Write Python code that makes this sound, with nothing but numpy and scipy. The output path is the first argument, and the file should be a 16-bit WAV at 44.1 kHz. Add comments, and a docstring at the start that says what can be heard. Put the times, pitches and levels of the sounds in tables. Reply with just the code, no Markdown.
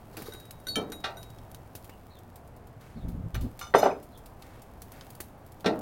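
"""Raking a charcoal grill

A metal rake is drawn through burning lump charcoal in an outdoor steel grill: decaying modes clink and knock.
Shaped random clicks make the grinding coals, sizzle and sputter; noise bursts make the snapping embers.
Low noise swells buffet the microphone as a gust; band noise gives a rush and faint hum, gliding sines a far bird."""
import sys
import numpy as np
from scipy import signal
from scipy.fft import rfft, irfft
from scipy.io import wavfile

SR = 44100
rng = np.random.default_rng(int(sys.argv[2]) if len(sys.argv) > 2 else 0)


def dump_mix(stems):
    """Bounce the given channels to the path in sys.argv[1] as a 16-bit WAV at rate SR."""
    frames = np.atleast_2d(stems).T  # one column per channel
    limited = np.clip(frames, -1, 1)  # hard clip at full scale
    pcm = np.round(limited * 32767).astype(np.int16)
    wavfile.write(sys.argv[1], SR, pcm)


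N = 256220
TIME = np.arange(N) / SR
TAIL = TIME[:int(.8 * SR)]   # time axis of one decaying sound
EDGES = 22 * 2 ** (np.arange(20) / 2)   # half-octave band edges, Hz
CENTRES = np.sqrt(EDGES[1:] * EDGES[:-1])

# modes of the grill's bars: mode_hz [Hz], level_db [dB, relative], t60_s [s, before the length factor]
BAR_MODES = [(1200, -2.5, 0.22), (1376, 5, 0.094), (2233, 2, 0.073), (2450, -14, 0.24), (2900, -8, 0.45),
             (2940, 2, 0.12), (3590, -3.5, 0.44), (4230, -18, .25), (4340, -5, 0.31), (4970, -21, 0.57),
             (5080, -8, 0.65), (6060, 1, 0.14), (6210, -16, 0.4), (6950, -9, 0.22), (7420, -15, 0.33),
             (7870, -14, 0.16), (9000, -3, 0.1), (9512, -11, 0.19), (11820, -3.5, 0.085)]


def from_db(db):
    """Decibels to gain."""
    return 10 ** (np.asarray(db) / 20)


def rms_one(x):
    """Scale to unit rms."""
    return x / np.sqrt(np.mean(x ** 2) + 1e-20)


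def in_time(rows):
    """Interpolate each column of a breakpoint curve at every sample."""
    s, *columns = np.transpose(rows)
    return [np.interp(TIME, s, column) for column in columns]


def at_hz(points, hz):
    """Read a table on a log-frequency axis."""
    known, value = np.transpose(points)
    return np.interp(np.log(hz), np.log(known), value)


def add(out, s, sound):
    """Mix a sound in at time s."""
    at = max(round(s * SR), 0)
    out[at:at + len(sound)] += sound[:N - at]


def butter(x, hz, kind, order=2):
    """Causal Butterworth filter."""
    sos = signal.butter(order, np.minimum(hz, .48 * SR), kind, fs=SR, output="sos")
    return signal.sosfilt(sos, x + 1e-18)


def drift(rate):
    """Random wander of unit rms, with rate new values per second joined by lines."""
    knots = rng.standard_normal(2048)
    return rms_one(np.interp(TIME * rate, np.arange(len(knots)), knots))


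def bands(x):
    """Split into half-octave bands, each of rms 1."""
    return np.array([rms_one(butter(x, [low, high], "band")) for low, high in zip(EDGES, EDGES[1:])])


def coloured(x, spectrum):
    """Filter by a curve of (Hz, dB) that falls away beyond its ends; rms 1."""
    hz = np.maximum(np.fft.rfftfreq(N, 1 / SR), 1)
    low_end = 1 + (spectrum[0][0] / 2 / hz) ** 4
    high_end = 1 + (hz / spectrum[-1][0] / 2) ** 4
    gain = from_db(at_hz(spectrum, hz)) / np.sqrt(low_end * high_end)
    return rms_one(irfft(rfft(x) * gain, N))


def grains(per_s, spread_db):
    """Random clicks of either sign, many small and a few large; rms 1."""
    sizes_db = spread_db * np.minimum(rng.exponential(1, N), 4)
    sizes = from_db(sizes_db) * rng.choice([-1, 1], N)
    return rms_one(sizes * (rng.random(N) < per_s / SR))


def dying(t60):
    """Envelopes that fall 60 dB in t60 seconds, one row each."""
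    return np.exp(-np.log(1000) * TAIL / np.reshape(t60, (-1, 1)))


def sines(hz):
    """Unit sines of random phase, one row each."""
    return np.sin(2 * np.pi * (np.outer(hz, TAIL) + rng.random((len(hz), 1))))


def swells(rows, attack_s, t60):
    """Gain over time: each (start s, hold s, dB) rises, holds and dies away."""
    total = 0
    for s, hold, db, *_ in rows:
        fall_db = 60 * np.maximum(TIME - s - attack_s - hold, 0) / t60
        total = total + from_db(db - fall_db) * np.clip((TIME - s) / attack_s, 0, 1)
    return total


def strike(modes, level_db, tilt_db=0, vary_db=4.5, length=1):
    """Ring a metal part as dying modes; each touch weights them a little differently."""
    hz, mode_db, t60 = np.transpose(modes)
    tilt = tilt_db * np.log2(hz / np.median(hz))
    gain = from_db(level_db + mode_db + tilt + vary_db * rng.standard_normal(len(hz)))
    return gain @ (sines(hz) * dying(length * t60))


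def warble(notes, waver, waver_rate):
    """Short gliding notes whose pitch wavers fast."""
    out = np.zeros(N)
    for s, length, start_hz, end_hz, level_db in notes:
        count = int(length * SR)
        pitch = np.linspace(start_hz, end_hz, count) * (1 + waver * drift(waver_rate)[:count])
        tone = np.sqrt(2) * np.sin(2 * np.pi * np.cumsum(pitch) / SR)
        add(out, s, from_db(level_db) * np.hanning(count) * tone)
    return out


def scatter(x, early_db, early_t60, late_db, late_t60):
    """Close walls scatter each sound from 2 ms on; the patio adds a longer tail, both of dying noise."""
    early, late = rng.standard_normal((2, len(TAIL))) * dying([early_t60, late_t60]) * (TAIL > .002)
    early_echo = from_db(early_db) * early / np.linalg.norm(early)
    late_echo = from_db(late_db) * late / np.linalg.norm(late)
    return x + signal.fftconvolve(x, early_echo + late_echo)[:N]


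def dips(x, rows):
    """Carve broad shallow dips by taking away part of a band."""
    for hz, width_hz, depth_db in rows:
        edges = [max(hz - width_hz / 2, 20), hz + width_hz / 2]
        x = x - (1 - from_db(depth_db)) * butter(x, edges, "band", order=1)
    return x


def outdoors(hum_width_hz=9):
    """A distant rush of shaped noise that barely drifts, with a wavering low hum of narrow noise bands."""
    # rush spectrum: band_hz [Hz], density_db [dB per Hz, relative]
    air_colour = [(28, -1.5), (45, -3), (80, -0.5), (115, -2), (168, -7.5), (240, -8.5), (330, -11.5),
                  (550, -13), (740, -11), (1100, -18.5), (1700, -26.5), (2900, -36.5), (3600, -40),
                  (6000, -45)]
    # hum bands: centre_hz [Hz], level_db [dB, relative]
    hum_bands = [(68, -26), (113, -4.5)]
    # hum level: time_s [s], level_db [dB]
    hum_level = [(0, -59), (1.3, -56.5), (2.2, -61.5), (2.6, -52.5), (3.0, -51.5), (4.2, -79), (5.8, -60)]
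    air = from_db(-49.5 + .5 * drift(4.29)) * coloured(rng.standard_normal(N), air_colour)
    hum = np.zeros(N)
    for hz, db in hum_bands:
        edges = [hz - hum_width_hz / 2, hz + hum_width_hz / 2]
        hum += from_db(db) * rms_one(butter(rng.standard_normal(N), edges, "band", order=1))
    return air + from_db(in_time(hum_level)[0]) * rms_one(hum)


def bird(call_db=2, note_s=0.055, pitch_drop=0.046):
    """Far, buzzy notes: each falls by a share of its pitch, wavers fast, and is blurred by the garden."""
    # notes: start_s [s], pitch_hz [Hz, before the fall and waver], level_db [dB, before the call gain]
    chirps = [(1.896, 2810, -67.5), (2.09, 4270, -67), (2.139, 3630, -67.5), (2.945, 4220, -71),
              (2.994, 3720, -71), (4.102, 4150, -73), (4.129, 3460, -65)]
    notes = [(s, note_s, hz, hz * (1 - pitch_drop), db) for s, hz, db in chirps]
    call = warble(notes, waver=0.047, waver_rate=248)
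    return from_db(call_db) * scatter(call, early_db=-9, early_t60=0.041, late_db=1.5, late_t60=0.21)


def gust(lowest_hz=42, attack_s=0.023, t60=0.17):
    """Eddies at the microphone port, puff by puff: low noise whose upper edge moves with each puff."""
    # puffs of wind: start_s [s], hold_s [s], level_db [dB], upper_edge_hz [Hz]
    puffs = [(2.949, .01, -37, 188), (3.022, 0.049, -32, 126), (3.124, 0.053, -36.5, 158),
             (3.228, 0.009, -35.5, 175), (3.325, 0.04, -32.5, 120), (3.396, 0.019, -31.5, 120),
             (3.429, 0.017, -36.5, 210)]
    edge_hz, = in_time([(s + attack_s + hold / 2, hz) for s, hold, _, hz in puffs])
    low = CENTRES[:10, None]
    weights = 1 / np.sqrt((1 + (low / edge_hz) ** 9) * (1 + (lowest_hz / low) ** 6))
    eddies = (weights * bands(rng.standard_normal(N))[:10]).sum(axis=0)
    eddies = eddies / np.linalg.norm(weights, axis=0)   # level stays even as the edge moves
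    return swells(puffs, attack_s, t60) * rms_one(eddies)


def sizzle(hiss_db=-4, ticks_db=-5):
    """The glowing bed hisses in dense fine clicks and ticks in sparse ones."""
    # sizzle level: time_s [s], level_db [dB]
    bed_level = [(0, -63.5), (1.1, -65), (1.65, -65.5), (2.1, -66.5), (2.65, -74.5), (3.7, -66), (4.7, -68),
                 (5.05, -59), (5.3, -68.5), (5.8, -65.5)]
    # sizzle spectrum: band_hz [Hz], density_db [dB per Hz, relative]
    bed_colour = [(1500, 3.5), (3000, 0.5), (5000, -3), (8000, -4), (12500, 0), (16000, 1.5)]
    hiss = from_db(hiss_db) * grains(per_s=11000, spread_db=5.0)
    ticks = from_db(ticks_db) * grains(per_s=110, spread_db=3.5)
    return from_db(in_time(bed_level)[0]) * coloured(hiss + ticks, bed_colour)


def sputter(seep_db=-77):
    """Jets of gas spit finely out of the wood in the middle treble, over a faint steady seep."""
    # jets: start_s [s], hold_s [s], level_db [dB]
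    jets = [(2.8, 0.062, -60.5), (4.41, 0.13, -62), (4.92, 0.039, -59)]
    # spitting spectrum: band_hz [Hz], density_db [dB per Hz, relative]
    spit_colour = [(1500, 6), (2150, 3), (2900, -3), (4100, -6), (5200, -8), (8000, -10)]
    flow = from_db(seep_db) + swells(jets, attack_s=0.011, t60=.7)
    return flow * coloured(grains(per_s=5400, spread_db=3.0), spit_colour)


def snaps(crack_db=-2, top_gain_db=2.5, body_gain_db=2, linger_db=-17, linger=5, build_s=0.00084):
    """An ember splits: one sharp crack, a short spray of splinters, and a faint lingering fizz."""
    # louder embers: start_s [s], splinter_db and woody_body_db [dB, before the gains],
    # t60_s [s, before the fast and slow factors]
    embers = [(0.169, -42.5, -51, 0.06), (0.2199, -45, -64, 0.039), (0.336, -45, -57, .025),
              (0.3994, -51.5, -60, 0.054), (0.4535, -53, -59, .03), (0.5084, -40, -49, 0.028),
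              (0.6, -57, -74, .04), (0.9004, -52, -68, .022), (1.0024, -53, -60, .027),
              (1.2293, -48.5, -50, 0.042), (1.3019, -51, -60, 0.026), (1.3858, -63, -51, 0.017),
              (1.515, -48, -62, 0.018), (1.5462, -43, -46, .02), (1.7521, -43, -50.5, 0.072),
              (1.844, -53.5, -58.5, 0.073), (1.8956, -56, -53, 0.027), (2.188, -55.5, -73, .04),
              (2.3572, -52, -61, 0.066), (2.4754, -59, -77, .035), (2.5638, -58.5, -75, .04),
              (2.671, -57.5, -62, .04), (2.811, -64, -63, 0.091), (3.0838, -58.5, -63, 0.16),
              (3.3447, -50, -57, 0.062), (3.409, -55, -56, 0.22), (3.5914, -46, -47.5, 0.084),
              (4.027, -56.5, -72, 0.12), (4.175, -53.5, -71, 0.071), (4.2587, -51.5, -56.5, 0.055),
              (4.4221, -54, -48, 0.039), (4.619, -53, -63, 0.06), (4.819, -44, -52, 0.044),
              (4.9194, -46.5, -55, 0.032), (5.01, -63, -42.5, 0.023), (5.1033, -47, -57, 0.036),
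              (5.151, -47, -54, 0.023), (5.2036, -38, -49, 0.064), (5.463, -55, -70, .035),
              (5.5199, -53.5, -65, .04), (5.6058, -54.5, -55.5, 0.043), (5.7908, -46, -70, 0.022)]
    crack, top, body = np.zeros((3, N))
    for s, top_db, body_db, t60 in embers:
        fast, slow = dying(max(t60, .01) * np.array([.7, linger]))
        spray = (fast + from_db(linger_db) * slow) * np.minimum(TAIL / build_s, 1)
        add(crack, s, from_db(max(top_db, body_db) + crack_db) * dying(.007)[0])
        add(top, s, from_db(top_db + top_gain_db) * spray)
        add(body, s, from_db(body_db + body_gain_db) * spray)
    splinter_colour = [(4000, -4.5), (8000, -0.5), (12500, 4), (16000, 1), (20000, -25)]
    fibre_colour = [(1000, 7.5), (2000, 2.0), (4200, 7.0), (7000, -4), (12000, -17)]
    splinters = coloured(rng.standard_normal(N), splinter_colour)
    fibres = coloured(rng.standard_normal(N), fibre_colour)
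    bright = butter(crack * rng.standard_normal(N) + top * splinters, 1500, "high")
    return bright + body * fibres


def coals(lump_t60=0.045, clink_db=-3):
    """Brittle lumps grind and clink under the rake, or settle with a short crunch."""
    # strokes through the coals: start_s [s], hold_s [s], level_db [dB]
    drag_strokes = [(0.125, .01, -54), (0.17, 0.034, -45), (0.255, 0.012, -49.5)]
    # grinding spectrum: band_hz [Hz], density_db [dB per Hz, relative]
    drag_colour = [(150, -6), (350, 6.5), (700, -7.5), (1500, -3), (2600, -14), (4000, -6), (8000, -14.5),
                   (14000, -10.5)]
    # lumps that shift and settle: start_s [s], level_db [dB]
    settling_lumps = [(0.22, -38.5), (0.264, -44), (0.346, -41.5), (1.752, -45), (1.894, -41.5),
                      (3.353, -30.5), (5.202, -34.5)]
    # crunch spectrum: band_hz [Hz], density_db [dB per Hz, relative]
    crunch_colour = [(150, 6.5), (450, 0.5), (800, -7), (1400, -8.5), (2200, -6.5), (5000, -39),
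                     (14000, -18)]
    pitches = np.geomspace(450, 4500, num=10)
    clinking = np.zeros(N)
    # each size of lump has its own pitch and falls 60 dB in 25 cycles
    for ring in sines(pitches) * dying(25 / pitches):
        clinking += signal.fftconvolve(grains(per_s=88, spread_db=6.5), ring)[:N]
    grit = grains(per_s=2200, spread_db=1.0)
    grinding = coloured(grit + from_db(clink_db) * rms_one(clinking), drag_colour)
    drag = swells(drag_strokes, attack_s=0.0061, t60=0.49) * grinding
    settling = np.zeros(N)
    for s, level_db in settling_lumps:
        add(settling, s, from_db(level_db) * dying(lump_t60)[0])
    return drag + settling * coloured(grains(per_s=18000, spread_db=4.5), crunch_colour)


def skid(grit_db=-7):
    """Many tiny slips excite the bars, which the pressing rake damps."""
    # skids along the bars: start_s [s], hold_s [s], level_db [dB]
    skid_strokes = [(3.606, 0.013, -43.5), (3.748, 0.043, -39.5), (3.818, 0.011, -41.5)]
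    # skid filter: band_hz [Hz], gain_db [dB, relative]
    skid_colour = [(1000, 7.5), (1300, -5), (2300, 2), (3500, -8), (6000, -5), (9000, -10.5), (13000, -14)]
    slips = grains(per_s=770, spread_db=2.0)
    ringing = rms_one(signal.fftconvolve(slips, strike(BAR_MODES, 0, length=0.12))[:N])
    scrape = coloured(ringing + from_db(grit_db) * slips, skid_colour)
    return swells(skid_strokes, attack_s=0.0072, t60=0.25) * scrape


def squeaks():
    """Steel sticks and slips in short squeaks, made as gliding tones of unsteady pitch."""
    # squeaks: start_s [s], length_s [s], start_hz and end_hz [Hz, before the waver], level_db [dB]
    slips = [(3.812, .02, 4120, 3970, -44), (3.828, 0.046, 2480, 2370, -48),
             (3.895, 0.035, 2355, 2370, -47.5), (3.935, 0.03, 2420, 2430, -60)]
    return warble(slips, waver=0.076, waver_rate=350)


def clinks(landed_t60=.06):
    """Head, tine and shaft of the rake, and the bars that it touches, ring in their own modes."""
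    # rake head touches: start_s [s], head_db [dB], tilt_db [dB per octave],
    # tine_db [dB, the long-ringing tine], length [factor on the head's t60]
    head_hits = [(0.259, -55, 0, -78, 0.63), (0.322, -53.5, -5, -78, 1), (0.669, -41.5, -2, -50, 0.6),
                 (0.686, -47, 3.5, -40.5, 0.52), (0.92, -43.5, 0, -80, 0.44), (1.17, -52.5, -2.5, -71, .75)]
    # head modes: mode_hz [Hz], level_db [dB, relative], t60_s [s, before the length factor]
    head_modes = [(1510, -4, 0.13), (2040, -10.5, 0.16), (2830, -20, .14), (3750, 1.5, 0.11),
                  (3820, -1.5, 0.77), (3960, -19, .13), (5850, 0, 0.05), (3900, -4.5, 0.18),
                  (6010, -5, 0.085), (6970, -11.5, 0.41), (8900, -7, 0.32), (9300, -5, .18),
                  (9600, -6.5, 0.28), (11320, -11, .17), (11830, -7, 0.2), (12450, -2, .15),
                  (13500, -5, .09)]
    # tine mode: mode_hz [Hz], level_db [dB, relative], t60_s [s, until the rake lands]
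    tine_modes = [(4447, 0, .42)]
    # shaft strikes: start_s [s], level_db [dB]
    shaft_hits = [(0.757, -30.5)]
    # shaft modes: mode_hz [Hz], level_db [dB, relative], t60_s [s, before the length factor]
    shaft_modes = [(1314, -4.5, 0.29), (1735, -3.5, 0.25), (2320, -5, 0.17), (3120, 0, 0.11),
                   (3730, -6, 0.13), (3742, -3, 0.12), (4255, -6, 0.11), (4990, -12.5, 0.073),
                   (5735, 1, 0.066), (6366, -5, 0.073), (7190, -10, 0.084), (9190, -4.5, 0.056),
                   (10300, -7, 0.031), (11900, -7, 0.039), (12200, -13, .06), (15100, -12, 0.054)]
    # rattles on the bars: start_s [s], level_db [dB], tilt_db [dB per octave]
    bar_hits = [(3.345, -52.5, -1.5), (3.614, -54, -7.5), (3.637, -62, -6), (3.669, -58, -4.5),
                (3.752, -44, 0), (3.784, -44, 6), (3.831, -49.5, 3)]
    out = np.zeros(N)
    landing = shaft_hits[0][0]
    for s, head_db, tilt_db, tine_db, length in head_hits:
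        # a tine that is still ringing is stopped when the rake lands
        pressed = np.maximum(TAIL + s - landing, 0) * (s < landing)
        damping = np.exp(-np.log(1000) * pressed / landed_t60)
        head = strike(head_modes, head_db, tilt_db, vary_db=1, length=length)
        add(out, s, head + strike(tine_modes, tine_db) * damping)
    for s, level_db in shaft_hits:
        add(out, s, strike(shaft_modes, level_db, vary_db=3, length=0.99))
    for s, level_db, tilt_db in bar_hits:
        add(out, s, strike(BAR_MODES, level_db, tilt_db, vary_db=2.5, length=0.81))
    return out


def knock_gain(hz, boom_db, boom_hz, crash_db, crash_hz):
    """How strongly a knock excites each frequency: a rounded boom and a crash with a steep top."""
    boom = from_db(boom_db - 7 * np.log2(hz / boom_hz) ** 2)   # falls away on both sides
    octaves = np.log2(hz / crash_hz)
    # 5.5 dB per octave up to the crash's pitch, 31 dB per octave down above it
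    crash = from_db(crash_db + np.minimum(5.5 * octaves, -31 * octaves))
    return np.hypot(boom, crash)


def steel_floor(lowest_hz=215, wash_db=0.0, clear_db=-3.0, bass_fall_db=8):
    """A knock spreads through the sheet: a few clear modes in a wash of crowded ones, the highs dying first."""
    # knocks; the sheet booms and the contact crashes, higher when it is harder: start_s [s], swell_s [s],
    # length [factor on t60], boom_db [dB], boom_hz [Hz], crash_db [dB], crash_hz [Hz]
    knocks = [ (0.168, .001, 0.5, -42.5, 310, -44, 2400), (0.668, .002, .74, -46.5, 360, -57, 7500),
              (0.757, 0.021, 0.91, -26.5, 356, -34, 9000), (0.919, 0.0033, 0.45, -43, 386, -34, 7200),
              (1.039, 0.0046, 1.12, -36.5, 930, -26.5, 3940), (3.344, 0.0011, 1, -51, 560, -41, 3970),
              (3.739, 0.00088, 0.73, -21.5, 583, -23.5, 1890), (3.746, 0.0031, 0.16, -7.5, 665, -50, 6000),
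              (3.783, 0.0012, .78, -27, 544, -40, 5600), (3.829, 0.0022, 0.38, -18, 600, -46, 6300),
              (3.855, 0.0068, 0.64, -21, 610, -39, 2900), (5.644, 0.0009, 1.6, -33.5, 650, -38.5, 3250),
              (5.658, 0.0039, 0.77, -21.5, 330, -21, 4140), (5.678, 0.00095, 0.93, -30.5, 487, -48, 4000)]
    # clear modes: mode_hz [Hz], level_db [dB, relative]
    floor_modes = [(226, -4), (300, -34), (334, -17.5), (396, -5.5), (452, -6), (506, -6), (576, -2.5),
                   (620, -6), (675, -3), (716, -3.5), (782, 0), (850, -5), (926, -6), (1163, -0.5),
                   (1244, -12), (1350, 1.5), (1430, -2), (1560, 0.5), (1834, -2), (1930, -5.5), (2008, -7),
                   (2137, -11.5), (2480, -6), (2830, -3), (3590, -25), (3790, -3.5), (4050, -6), (4330, -3)]
    # decay of the sheet: band_hz [Hz], t60_s [s, before the length factor]
    floor_t60 = [(120, 0.54), (300, 0.59), (700, 0.42), (1400, 0.2), (2600, 0.19), (5000, 0.086),
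                 (14000, 0.045)]
    # broad shallow dips that soften parts of the knocks' spectrum:
    # centre_hz [Hz], width_hz [Hz], depth_db [dB]
    floor_dips = [(972, 89, -5.5), (2910, 1300, -3), (7340, 4100, -6)]
    out, noise = np.zeros(N), bands(rng.standard_normal(N))
    hz, mode_db = np.transpose(floor_modes)
    bass_db = -bass_fall_db * np.maximum(np.log2(lowest_hz / CENTRES), 0)
    for k, (s, swell, length, *blow) in enumerate(knocks):
        start = k * len(TAIL) // 4   # each knock reads its own stretch of noise
        stretch = noise[:, start:start + len(TAIL)]
        wash_gain = knock_gain(CENTRES, *blow) * from_db(bass_db + wash_db)
        wash = wash_gain @ (stretch * dying(length * at_hz(floor_t60, CENTRES)))
        clear_gain = knock_gain(hz, *blow) * from_db(mode_db + clear_db)
        clear = clear_gain @ (sines(hz) * dying(length * at_hz(floor_t60, hz)))
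        add(out, s, (wash + clear) * np.minimum(TAIL / swell, 1))
    return dips(out, floor_dips)


def scene():
    """The grill in front, the garden behind."""
    behind = outdoors() + bird() + gust()
    embers = sizzle() + sputter() + snaps() + coals() + skid()
    fire = scatter(embers, early_db=-12.5, early_t60=0.0074, late_db=-12.5, late_t60=0.12)
    metal = scatter(squeaks() + clinks(), early_db=-5, early_t60=0.14, late_db=-21.0, late_t60=0.3)
    return (behind + fire + metal + steel_floor())[None]


def record(dry):
    """A steep elliptic low-pass cuts the top above 16.2 kHz."""
    return signal.sosfilt(signal.ellip(10, .1, 80, 16200, fs=SR, output="sos"), dry)


dry = scene()
out = record(dry)
dump_mix(out)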